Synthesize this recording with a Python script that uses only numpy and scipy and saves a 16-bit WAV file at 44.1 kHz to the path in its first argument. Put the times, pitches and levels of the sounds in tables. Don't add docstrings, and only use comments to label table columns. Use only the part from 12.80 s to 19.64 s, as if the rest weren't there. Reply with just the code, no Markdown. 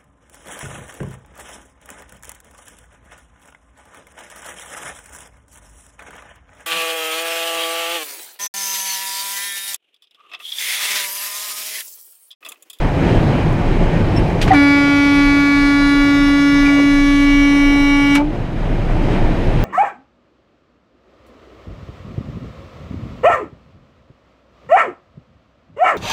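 import sys
import numpy as np
from scipy import signal
from scipy.io import wavfile

SR = 44100
rng = np.random.default_rng(int(sys.argv[2]) if len(sys.argv) > 2 else 0)


def transcribe(u):
    v = np.clip(np.atleast_2d(u).T, -1, 1)
    q = np.round(v * 32767).astype(np.int16)
    wavfile.write(sys.argv[1], SR, q)


def makeup_ratio(level_db):
    decades = np.asarray(level_db, float) / 20
    return 10 ** decades


N = 301644
TIME = np.arange(N) / SR
VALVE_OPENS_S, NOTE_LOCKS_S, VALVE_SHUTS_S, NOTE_ENDS_S = 1.705, 1.747, 5.37, 5.525


def rms_one(x):
    return x / np.sqrt(np.mean(x ** 2) + 1e-20)


def in_time(rows):
    s, *columns = np.transpose(rows)
    return [np.interp(TIME, s, c) for c in columns]


def drift(rate):
    r = np.exp(-128 * np.pi * rate / SR)
    sparse = rng.standard_normal(N // 64 + 2002)
    slow = signal.lfilter([1], [1, -2 * r, r * r], sparse)[2000:]
    return np.interp(np.arange(N) / 64, np.arange(len(slow)), rms_one(slow))


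def band(x, low_hz, high_hz, order=2):
    return signal.sosfilt(signal.butter(order, [low_hz, high_hz], "band", fs=SR, output="sos"), x)


def narrow_noise(hz, width_hz):
    r = np.exp(-np.pi * width_hz / SR)
    poles = [1, -2 * r * np.cos(2 * np.pi * hz / SR), r * r]
    return rms_one(signal.lfilter([1, 0, -1], poles, rng.standard_normal(N)))


def noise_bands(spectrum, low_hz, patchy_db):
    white, together = rng.standard_normal((2, N)), drift(5.3)
    hz_points, db_points = np.transpose(spectrum)
    edges = np.geomspace(low_hz, 17000, round(3 * np.log2(17000 / low_hz)))
    for k, (low, high) in enumerate(zip(edges, edges[1:])):
        hz = np.sqrt(low * high)
        level_db = np.interp(np.log(hz), np.log(hz_points), db_points)
        flicker_db = patchy_db * (0.76 * together + drift(9))
        yield hz, makeup_ratio(level_db + flicker_db) * band(white[k % 2], low, high)


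def tone(row, partials=((1, 0),), rise=.3, fall=.4, glide=1, rough_db=0):
    edge_db = 26
    s, length, from_hz, to_hz, top_db = row
    span = slice(int(s * SR), int((s + length) * SR))
    part = (TIME[span] - s) / length
    under = np.clip(np.maximum(1 - part / rise, 1 - (1 - part) / fall), 0, 1)
    hz = np.interp(part, [0, glide], [from_hz, to_hz])
    phase = 2 * np.pi * np.cumsum(hz) / SR + 0.16 * rough_db * drift(70)[span]
    level = np.sqrt(2) * makeup_ratio(top_db - edge_db * under + rough_db * drift(90)[span])
    out = np.zeros(N)
    out[span] = level * sum(makeup_ratio(db) * np.sin(k * phase) for k, db in partials)
    return out


def horn(fade_db=1.4, flicker_db=0.0791, swing=0.39, spread=.075):
    # multiple, level/dB, lean/(dB/s), crossing t/s, gain/dB
    overtones = [(1, -12, 0.7, 5.2, -2), (2, -34, -2.5, 2.7, -7), (3, -38, -5.0, 5.2, 15),
                 (4, -29, -2.1, 1.9, -4), (5, -28, -1.8, 4.5, -7), (6, -29, -2.5, 2.2, -6),
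                 (7, -28, -1.5, 2.7, -4), (8, -23, -0.5, 3.6, -4), (9, -45, -0.1, 2.2, 12),
                 (10, -36, 1.9, 2.3, -4), (11, -47, 7.2, 2.1, 21), (12, -38, -0.7, 5.1, -8),
                 (13, -42, 0.9, 3.1, 4), (14, -40, -0.1, 3.3, 3), (15, -47, -1.4, 2.7, 4),
                 (16, -49, -3.0, 2.4, 2), (17, -43, -0.8, 4.7, -17), (18, -51, 0.9, 1.9, 9),
                 (19, -46, 0.0, 3.6, 4), (20, -50, 4.5, 2.1, 11), (21, -50, -2.3, 2.1, -8),
                 (22, -50, 1.5, 5.2, -4), (23, -52, 1.6, 5.0, -13), (24, -59, -1.7, 2.8, 2)]
    # t/s, level/dB
    blow = [
        (1.78, -10),
        (2.05, -13.5),
        (2.39, -11.5),
        (2.59, -13),
        (4.1, -11),
        (4.2, -12),
        (4.61, -11),
        (5.28, -13),
        (5.34, -11.5),
    ]
    # multiple, level/dB
    bright = [(25, 3), (28, 3), (31, 6), (32, 4), (33, 5), (35, 12), (44, 4), (46, 3), (47, 3), (49, 8)]
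    # f/Hz, level/(dB per Hz)
    air = [(800, -2), (1500, -5.5), (2500, -8), (4000, -17), (6000, -19.5), (8500, -29), (12000, -37),
           (15300, -36)]
    closest_s, near_s = 3.6, .5
    hiss_db = -39.5

    span = slice(int(VALVE_OPENS_S * SR), int(NOTE_ENDS_S * SR))
    t = TIME[span]
    early, late = np.maximum(NOTE_LOCKS_S - t, 0), np.maximum(t - VALVE_SHUTS_S, 0)
    hz = 284.45 - .22 * (t - t[0])
    hz = hz + 260 * np.maximum(1.77 - t, 0)
    hz = hz + 19 * np.minimum(late / .12, 1)
    phase = 2 * np.pi * np.cumsum(hz) / SR
    phase = phase + .007 * drift(60)[span]

    upper = []
    first = len(overtones) + 1
    for k in range(first, 54):
        upper.append((k, -60 - 14 * np.log2(k / first) + dict(bright).get(k, 0), 0, 0, 0))

    def gate_db(k):
        return -330 * k ** 0.55 * early - 83 * k ** 0.75 * late

    note = 0
    for k, db, lean, crossing, near_db in list(overtones) + upper:
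        scatter = .06 if k < 9 else 1
        lag = 2 * np.pi * (spread * k * k + scatter * rng.random())
        wander_db = fade_db * min(np.log(k) / 2, 1.2) * drift(3.07)[span]
        wander_db = wander_db + flicker_db * min(k, 24) * drift(26)[span]
        echo_db = near_db * np.exp(-((t - crossing) / near_s) ** 2)
        held_db = db + lean * (t - closest_s) + echo_db + wander_db
        if k == 1:
            held_db = in_time(blow)[0][span]
        echo_phase = swing * drift(1.0)[span] * (k > 1)
        note = note + makeup_ratio(held_db + gate_db(k)) * np.cos(k * phase - lag + echo_phase)

    hiss = rms_one(sum(noise for _, noise in noise_bands(air, 850, patchy_db=1.7)))[span]
    hiss = hiss * (1 + 0.11 * np.cos(phase))
    edge = np.minimum(np.arange(len(phase)), np.arange(len(phase))[::-1]) / (.015 * SR)
    out = np.zeros(N)
    out[span] = (-np.sqrt(2) * note + makeup_ratio(hiss_db + gate_db(14)) * hiss) * np.clip(edge, 0, 1)
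    return out


def horn_transients():
    # t/s, length/s, start f/Hz, end f/Hz, level/dB
    overblow = (1.700, .066, 782, 754, -7.5)
    overblow_high = (1.701, .035, 2000, 1900, -22)
    overblow_mid = (1.708, .057, 1220, 1185, -25)
    sag_third = (5.35, .1, 850, 892, -22.5)
    sag_second = (5.36, .1, 565, 592, -24)
    fighting = tone(overblow_high, rise=.25, fall=.5, rough_db=6)
    fighting = fighting + tone(overblow_mid, rise=.3, fall=.35, rough_db=4)
    sagging = tone(sag_third, rise=.3, fall=.3, rough_db=1.5)
    sagging = sagging + tone(sag_second, ((1, -1), (2, -7.5)), rise=.4, fall=.45, rough_db=2)
    return tone(overblow, rise=.16, fall=.6, glide=.45, rough_db=1) + fighting + sagging


def puffs():
    # t/s, level/dB, t60/s, low f/Hz, high f/Hz
    spits = [
        (1.498, -48, .06, 5000, 10000),
        (1.613, -20, 0.13, 2500, 6400),
        (1.64, -40, .06, 3000, 6000),
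        (1.66, -46, .06, 4000, 14000),
        (1.676, -20.5, .11, 1200, 3420),
        (1.678, -45, .06, 4000, 10000),
        (5.345, -35, .03, 4000, 12000),
        (5.351, -23.5, 0.06, 4000, 13900),
        (5.352, -17, 0.15, 1200, 3500),
    ]
    soft_puffs = [
        (.72, -47, .08, 3000, 12000),
        (1.475, -49, .06, 5000, 13000),
        (1.617, -37, 0.13, 10000, 15000),
        (1.62, -17.5, 0.038, 2600, 3840),
        (1.712, -25, .19, 1000, 2600),
        (1.727, -15.5, .11, 900, 2580),
    ]
    knocks = [
        (3.85, -31, .3, 600, 900),
        (3.955, -26, .15, 450, 900),
        (3.96, -29, .15, 905, 1500),
    ]
    out, age = np.zeros(N), np.arange(SR // 2) / SR
    for rows, rise_s in (spits, 0.002), (soft_puffs, 0.0077), (knocks, 0.029):
        for s, db, t60, low_hz, high_hz in rows:
            noise = band(rng.standard_normal(SR // 2), low_hz, high_hz, order=1)
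            noise = rms_one(band(noise, low_hz / 2, min(0.51 * high_hz, 18000), order=1))
            decay = makeup_ratio(-60 * np.maximum(age - rise_s, 0) / t60)
            shape = np.minimum(age / rise_s, 1) ** 2 * decay
            start = int(s * SR)
            out[start:start + SR // 2] += makeup_ratio(db) * shape * noise
    return out


def brakes():
    # t/s, length/s, start f/Hz, end f/Hz, level/dB
    squeak = (1.335, .095, 2560, 2715, -3)
    squeak_ring = (1.358, .044, 5340, 5440, -33)
    whines = [
        (3.0, .3, 6700, 6700, -56),
        (3.4, .55, 6670, 6700, -56),
    ]
    # multiple, level/dB
    squeak_partials = [(1, -36), (2, -53), (3, -52), (4, -54), (5, -66)]
    out = tone(squeak, squeak_partials, rise=.3, fall=.3, glide=.45, rough_db=2.5)
    out = out + tone(squeak_ring, rise=.2, fall=.55, rough_db=3.5)
    return out + sum(tone(row, rise=.6, fall=.3, rough_db=3) for row in whines)


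def chassis():
    # t/s, length/s, start f/Hz, end f/Hz, level/dB
    chirp = (3.85, .075, 2450, 2300, -24)
    groan = (3.82, .215, 790, 530, -28.5)
    out = tone(chirp, ((1, 0), (2, -22), (3, -36)), rise=.12, fall=.4, glide=.4, rough_db=2.5)
    return out + tone(groan, rise=.8, fall=.15, rough_db=4)


def powertrain():
    # t/s, length/s, start f/Hz, end f/Hz, level/dB
    turbo = (6.45, .39, 10050, 10650, -70)
    pull = (5.6, 1.24, 305, 316, -29)
    return tone(turbo, rise=.5, fall=.02, rough_db=1.5) + tone(pull, rise=.5, fall=.02, rough_db=3)


def road():
    # f/Hz, level/(dB per Hz)
    roar = [(30, -9), (40, -6), (60, -10), (100, -6), (156, -6), (200, -11.5), (320, -6.5), (480, -10),
            (620, -10.5), (800, -12), (1100, -21), (2300, -23.5), (4600, -40), (9000, -55.5), (15000, -104)]
    # f/Hz, width/Hz, level/dB over low roar
    hum_modes = [
        (103.3, 2.9, -11),
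        (156, 15.5, -12.5),
        (313.4, 5.5, -17),
        (577, 5.5, -21.5),
        (665, 22, -49),
        (838, 10, -25),
        (2380, 4.5, -36),
    ]
    # t/s, level/dB
    speed = [
        (0, -17.5),
        (.35, -15),
        (.8, -18.5),
        (1.7, -18),
        (3.2, -20),
        (4.3, -22.5),
        (5.35, -20.5),
        (5.9, -20),
        (6.35, -17.5),
        (6.84, -19),
    ]
    # t/s, level/dB, half length/s
    bumps = [(0.017, -17, 0.085), (.38, -20, 0.056), (.7, -20, 0.064), (.88, -12, 0.036),
             (1.02, -11.5, 0.067), (1.22, -21, 0.074), (1.41, -19, .04), (1.64, -16, 0.065),
             (2.45, -22, 0.065), (2.82, -25, 0.045), (3.04, -23, .05), (3.21, -24, .04), (3.475, -25, .09),
             (3.805, -22, 0.073), (4.2, -23.5, .1), (4.5, -21, 0.27), (4.87, -17, .04),
             (5.078, -22.5, 0.17), (5.502, -27.5, 0.28), (5.92, -17.5, 0.16), (6.202, -15.5, 0.14),
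             (6.463, -15, 0.097), (6.75, -14.5, 0.14)]
    duck_db, attack_s, release_s = 8.5, 0.039, 0.46
    upper_roar_db, upper_follows = -27, 0.92
    boom_hz, boom_width_hz, boom_floor_db = 28.3, 2.49, -36

    ducked = -np.expm1(-np.maximum(TIME - VALVE_OPENS_S, 0) / attack_s)
    ducked = ducked * np.exp(-np.maximum(TIME - VALVE_SHUTS_S, 0) / release_s)
    roar_db = in_time(speed)[0] - duck_db * ducked
    bands = list(noise_bands(roar, 33.97, patchy_db=1.2))
    whole = sum(noise for _, noise in bands)
    low_db = roar_db - 20 * np.log10(band(whole, 50, 230, order=4).std())
    upper_db = upper_roar_db + upper_follows * (roar_db - roar_db[0])
    upper_db = upper_db - 20 * np.log10(band(whole, 340, 520, order=4).std())
    out = 0
    for hz, noise in bands:
        upper = np.clip(np.log2(hz / 200), 0, 1)
        out = out + noise * makeup_ratio((1 - upper) * low_db + upper * upper_db)

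    hums = sum(makeup_ratio(db) * narrow_noise(hz, width) for hz, width, db in hum_modes)
    wobble = np.cumsum(boom_hz + boom_width_hz * drift(4.27))
    boom = np.sqrt(2) * np.sin(2 * np.pi * wobble / SR) * makeup_ratio(1.9 * drift(12))
    pumping = makeup_ratio(boom_floor_db)
    pumping = pumping + sum(makeup_ratio(db) * np.exp(-((TIME - s) / half) ** 2) for s, db, half in bumps)
    return out + makeup_ratio(roar_db) * hums + pumping * boom


def scene():
    mix = horn() + horn_transients() + puffs() + brakes() + chassis() + powertrain() + road()
    return mix[None]


def top_cut(x):
    return signal.sosfilt(signal.butter(12, 15410, fs=SR, output="sos"), x)


def record(dry):
    straight = np.clip(dry, -.7, .7)
    rounded = straight + .2 * np.tanh((dry - straight) / .2)
    low_pass = signal.cheby2(14, 60, 15650, fs=SR, output="sos")
    return top_cut(signal.sosfilt(low_pass, rounded))


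dry = scene()
out = record(dry)
transcribe(out)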